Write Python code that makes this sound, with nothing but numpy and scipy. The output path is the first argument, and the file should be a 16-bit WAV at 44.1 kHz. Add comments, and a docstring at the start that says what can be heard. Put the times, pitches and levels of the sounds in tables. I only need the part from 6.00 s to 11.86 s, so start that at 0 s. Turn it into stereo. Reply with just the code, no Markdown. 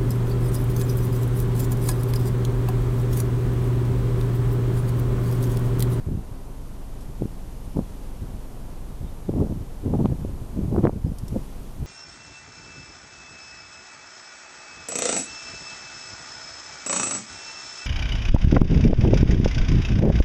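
"""Beside a shallow mudflat, gusts of wind buffet a camera's stereo microphone, mostly on the left.
Eddies (small swirls of air) sweep past it, louder and brighter as the air speeds up. The sharpest
slap the microphone, and a limiter turns the sound down after the hardest hit.
Behind the wind are a low throb like a far engine, distant rumble, the camera's hiss and whine,
a few small handling clicks and faint peeps of shorebirds."""
import sys
import numpy as np
from scipy import signal
from scipy.fft import rfft, irfft
from scipy.io import wavfile
from scipy.ndimage import uniform_filter1d, map_coordinates

SR = 44100
rng = np.random.default_rng(int(sys.argv[2]) if len(sys.argv) > 2 else 0)


def waveform_to_disk(signal):
    """Save audio, clipped to [-1, 1], as 16-bit WAV at the path in sys.argv[1]."""
    frames = np.transpose(np.atleast_2d(signal))
    scaled = np.clip(frames, -1, 1) * 32767
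    samples = np.round(scaled).astype(np.int16)
    wavfile.write(sys.argv[1], SR, samples)


N = 258426
T = np.arange(N) / SR

# puffs on the exposed left side: t/s, hold/s, level/dB, fineness/octaves (finer eddies sound higher)
LEFT_GUSTS = [(0.073, 0.084, -20, -0.39), (0.301, .04, -32, -.3), (1.086, 0.013, -27.5, -0.36),
              (1.215, 0.021, -23, -.2), (1.68, 0.0079, -30, -.2), (1.771, .02, -18, 0.16),
              (2.22, .015, -26, -.4), (2.343, 0.0096, -26.5, -.6), (2.901, .01, -27, -0.28),
              (3.019, 0.018, -24, -.3), (3.288, .008, -17, -0.41), (3.352, .085, -15, -.1),
              (3.495, .02, -18, .2), (3.55, .065, -26.5, -0.08), (3.856, .03, -15.5, .1),
              (3.915, .1, -16, 0), (4.046, .012, -11, 0.045), (4.085, 0.041, -17, -.15),
              (4.19, 0.11, -23.5, -.15), (4.412, .015, -25, -0.13), (4.56, 0.121, -20.5, -.35),
              (4.72, 0.072, -13, .15), (4.846, .024, -7, .1), (4.935, .045, -21, -0.16),
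              (5.047, .06, -20, -.45), (5.231, 0.013, -22.5, -.5), (5.316, 0.05, -19, 0.06),
              (5.798, .035, -22.5, -0.27)]
# puffs that curl round to the sheltered right side: t/s, hold/s, level/dB
RIGHT_GUSTS = [(1.16, 0.097, -38), (2.34, 0.0097, -35), (3.025, .015, -22.5), (3.32, .12, -33),
               (4.725, 0.076, -27.5)]
# tone colour of the swirling air in a gust of about -15 dB: f/Hz, relative level/dB
EDDY_SPECTRUM = [(10, -24), (30, -14.5), (65, 0.5), (140, 1), (240, -4), (400, -12.5), (600, -21.5),
                 (1000, -34.5), (1500, -53.5), (2500, -59), (5000, -73)]
# the hardest single eddies on the left: t/s, peak level/dB, centre f/Hz
HARD_EDDIES = [(1.222, -6, 294), (1.257, -9, 198), (1.771, -12, 310), (1.792, -8.5, 408), (3.294, -3, 276),
               (3.339, -11.5, 330.2), (3.424, -9.5, 330), (3.861, -10.5, 222.9), (3.939, -9, 467.4),
               (4.058, -6, 607), (4.250, -10.5, 280), (4.591, -5, 166.1), (4.764, -9.5, 619.6),
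               (4.842, -2.5, 229.7), (4.854, 4, 397), (4.860, -2.5, 359.9), (4.871, -4, 938.7),
               (4.895, -4, 420), (5.049, -3, 103)]
# tones that make up the throb: multiple of the lowest pitch, relative level/dB
THROB_HARMONICS = [(1, 1.5), (2, -4), (3, -33), (4, -35), (6, -16.5), (9, -18), (12, -18.5)]
# tone colour of the distant rumble: f/Hz, relative level/dB
RUMBLE_SPECTRUM = [(10, -2.5), (28, -0.5), (60, -5.5), (110, -7), (200, -11.5), (400, -17), (700, -22),
                   (1000, -24.5), (1500, -34), (2200, -44), (4000, -70)]
# tone colour of the microphone's hiss on each side: f/Hz, relative level/dB
LEFT_HISS_SPECTRUM = [(100, -23), (1000, 4.5), (2400, 1.5), (3000, 3), (4500, -0.5), (7000, -0.5),
                      (9500, -0.5), (11200, 2), (14000, -1.4)]
RIGHT_HISS_SPECTRUM = [(100, -7), (1000, 2.5), (2500, 5), (4000, 2), (5200, 1.5), (6000, 2.5), (7500, 0.7),
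                       (9000, 1.7), (11200, 0.4), (14000, -2.5)]
# loudness of the hiss, before a small trim for each side: t/s, level/dB
HISS_LOUDNESS = [(0, -53.5), (1.9, -51.5), (3.0, -52.5), (5.25, -52), (5.38, -50), (5.86, -52)]
# tones of the camera's whine: f/Hz, relative level/dB
WHINE_TONES = [(4258, -82), (4458, -81), (8620, -75)]
# small knocks from handling the camera: t/s, relative level/dB, decay/s
HANDLING_CLICKS = [(1.006, -53.5, 0.026), (1.765, -56, .02), (3.400, -52, 0.0047), (5.184, -39, 0.0053),
                   (5.2803, -40.5, 0.0051)]
# tone colour of the camera body when it rings: f/Hz, relative level/dB
BODY_SPECTRUM = [(1500, -35), (2800, -18), (3400, -4.5), (4200, -8), (5600, 2.5), (6400, -5), (8200, -2.5),
                 (11000, -2.5), (14000, -8)]
# peeps of far shorebirds: t/s, f/Hz, peak level/dB, half length/s
BIRD_PEEPS = [(1.653, 9210, -56, 0.01), (3.083, 3633, -59, 0.017), (5.076, 4966, -58, 0.012)]


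def undb(db):
    """Turn decibels into a number to multiply a sound by."""
    return 10 ** (np.asarray(db) / 20)


def noise(spectrum):
    """Noise with a spread of 1, coloured by rows of f/Hz, level/dB."""
    hz, db = np.transpose(spectrum)
    bin_hz = np.maximum(np.fft.rfftfreq(N, 1 / SR), 1)
    gains = undb(np.interp(np.log(bin_hz), np.log(hz), db))
    coloured = irfft(rfft(rng.standard_normal(N)) * gains, N)
    return coloured / coloured.std()


def wander(rate_hz):
    """A smooth random wobble with a spread of 1 that changes about rate_hz times a second."""
    keep_slow = np.exp(-(np.fft.rfftfreq(N, 1 / SR) / rate_hz) ** 2)
    wobble = irfft(rfft(rng.standard_normal(N)) * keep_slow, N)
    return wobble / wobble.std()


def airflow(gusts, breeze_db, swing_db=4.5):
    """Gusts rise over a breeze. Gives the level in dB and which is strongest (the breeze counts last)."""
    levels = []
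    for arrival, hold, db, *_ in gusts:
        # seconds to build and to die by 20 dB: a longer puff comes and goes more slowly
        rise_s, fall_s = .03 + .15 * hold, .028 + .85 * hold
        early = np.maximum(arrival - T, 0) / rise_s
        late = np.maximum(T - arrival - hold, 0) / fall_s
        levels.append(db - 20 * (early + late))
    levels.append(breeze_db + swing_db * np.tanh(wander(6.98)))
    return np.max(levels, axis=0), np.argmax(levels, axis=0)


def buffet(wind_db, fineness, flutter_db, flutter_hz, db_per_octave, reference_db, lull_speed):
    """The wind carries a pattern of eddies past the microphone: faster air is louder and higher."""
    force_db = wind_db + flutter_db * np.tanh(wander(flutter_hz))
    octaves = fineness + (force_db - reference_db) / db_per_octave
    speed = np.hypot(lull_speed, 2 ** octaves)  # never slower than lull_speed
    pattern = noise(EDDY_SPECTRUM)
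    # even out the eddies, so that the wind alone sets their force
    pattern /= np.sqrt(uniform_filter1d(pattern ** 2, size=900, mode="wrap"))
    position = np.cumsum(speed) % (N - 1)
    return undb(force_db) * map_coordinates(pattern, [position], order=3, mode="wrap")


def small_eddies(wind_db, fineness, count=110, db_per_octave=30, reference_db=-15, largest_db=-9):
    """Random eddies, stronger and sharper in faster air, as rows of t/s, peak level/dB, centre f/Hz."""
    at = ((np.arange(count) + rng.random(count)) * (N - 1) / count).astype(int)
    level_scatter, pitch_scatter = rng.standard_normal((count, 2)).T
    peak_db = np.minimum(wind_db[at] + 2.5 + 1.5 * level_scatter, largest_db)
    octaves = fineness[at] + (wind_db[at] - reference_db) / db_per_octave + .28 * pitch_scatter
    centre_hz = 313 * 2 ** octaves
    return list(zip(T[at], peak_db, centre_hz))


def slaps(eddies, taper=0.97):
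    """The core of an eddy crosses the microphone: a sharp suck between two softer pushes."""
    pressure = np.zeros(N)
    for t, db, hz in eddies:
        near = slice(*np.searchsorted(T, [t - .02, t + .02]))
        distance = np.pi * hz * (T[near] - t)  # from the core, in core widths
        fade = (1 + distance ** 2 / (2 * taper)) ** -(2 * taper + 1.5)
        pressure[near] -= undb(db) * (1 - 2 * distance ** 2) * fade
    return pressure


def wind():
    """Each side has its own swirling air; single eddies slap only the exposed left."""
    left_db, strongest = airflow(LEFT_GUSTS, breeze_db=-43)
    right_db, _ = airflow(RIGHT_GUSTS, breeze_db=-48)
    breeze_fineness = -.1  # octaves
    fineness = np.array([gust[3] for gust in LEFT_GUSTS] + [breeze_fineness])[strongest]
    left = buffet(left_db, fineness, flutter_db=4.5, flutter_hz=44.44,
                  db_per_octave=17, reference_db=-15, lull_speed=.28)
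    right = buffet(right_db, fineness=0, flutter_db=3, flutter_hz=39.6,
                   db_per_octave=17.5, reference_db=-9.5, lull_speed=.3)
    left += slaps(HARD_EDDIES + small_eddies(left_db, fineness))
    return np.array([left, right])


def throb(beat_hz=21.8):
    """A low, steady beat with a few overtones, like a far engine."""
    turns = np.cumsum(beat_hz * (1 + .0045 * wander(2.52))) / SR
    tone = np.zeros(N)
    for multiple, db in THROB_HARMONICS:
        gain = undb(db + .43 * wander(2.8))
        tone += gain * np.sin(2 * np.pi * (multiple * turns + rng.random()))
    return undb([[-35.5], [-32.5]]) * tone  # left, right


def distant_rumble(own_gain=0.54):
    """Far rumble reaches both sides nearly alike, a little stronger on the right."""
    shared = noise(RUMBLE_SPECTRUM)
    own = np.array([noise(RUMBLE_SPECTRUM), noise(RUMBLE_SPECTRUM)])
    flicker = undb(.35 * wander(6.4) + .34 * wander(45))
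    return undb([[-42.5], [-39]]) * flicker * (shared + own_gain * own)


def microphone_hiss():
    """Each side of the microphone makes its own soft, nearly steady hiss."""
    level_db = np.interp(T, *np.transpose(HISS_LOUDNESS))
    hiss = np.array([noise(LEFT_HISS_SPECTRUM), noise(RIGHT_HISS_SPECTRUM)])
    return undb([[-.1], [.4]]) * undb(level_db) * hiss


def camera_whine():
    """The camera's electronics give off thin, high tones, mostly on the right."""
    whine = sum(undb(db + 1.1 * wander(2)) * np.sin(2 * np.pi * hz * T) for hz, db in WHINE_TONES)
    return undb([[-10], [3]]) * whine


def handling_clicks(attack_s=0.00095):
    """Small knocks ring the camera body and die away quickly."""
    envelope = np.zeros(N)
    for t, db, decay_s in HANDLING_CLICKS:
        age = np.maximum(T - t, 0)
        envelope += undb(db) * (1 - np.exp(-age / attack_s)) * np.exp(-age / decay_s)
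    ring = np.array([noise(BODY_SPECTRUM), noise(BODY_SPECTRUM)])
    return undb(4.5) * envelope * ring


def shorebirds():
    """Birds far across the mud give short peeps, each a single tone that swells and fades."""
    peeps = np.zeros(N)
    for t, hz, db, half_s in BIRD_PEEPS:
        swell = np.exp(-((T - t) / half_s) ** 2)
        peeps += undb(db) * swell * np.sin(2 * np.pi * hz * T)
    return peeps


def limiter(sound, ceiling=1.0, release_db_per_s=7):
    """A peak over the ceiling turns both sides down in about a millisecond; the level creeps back."""
    over_db = 20 * np.log10(np.maximum(np.abs(sound).max(axis=0) / ceiling, 1))
    recovery_db = release_db_per_s * T
    cut_db = np.maximum.accumulate(over_db + recovery_db) - recovery_db
    lag = np.exp(-1000 / SR)
    smooth_cut_db = signal.lfilter([1 - lag], [1, -lag], cut_db)
    return sound * undb(-smooth_cut_db)


def scene():
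    """Wind over the quiet shore, mixed with the camera's own sounds."""
    steady = wind() + throb() + distant_rumble() + microphone_hiss() + camera_whine()
    return steady + handling_clicks() + shorebirds()


def record(dry, overload=0.91, top_hz=14250):
    """The hardest gust outruns the limiter and overloads with a crack; the highest treble is cut."""
    flattened = np.clip(limiter(dry), -overload, overload)
    treble_cut = signal.ellip(12, .1, 80, top_hz, fs=SR, output="sos")
    return signal.sosfilt(treble_cut, flattened)


dry = scene()
out = record(dry)
waveform_to_disk(out)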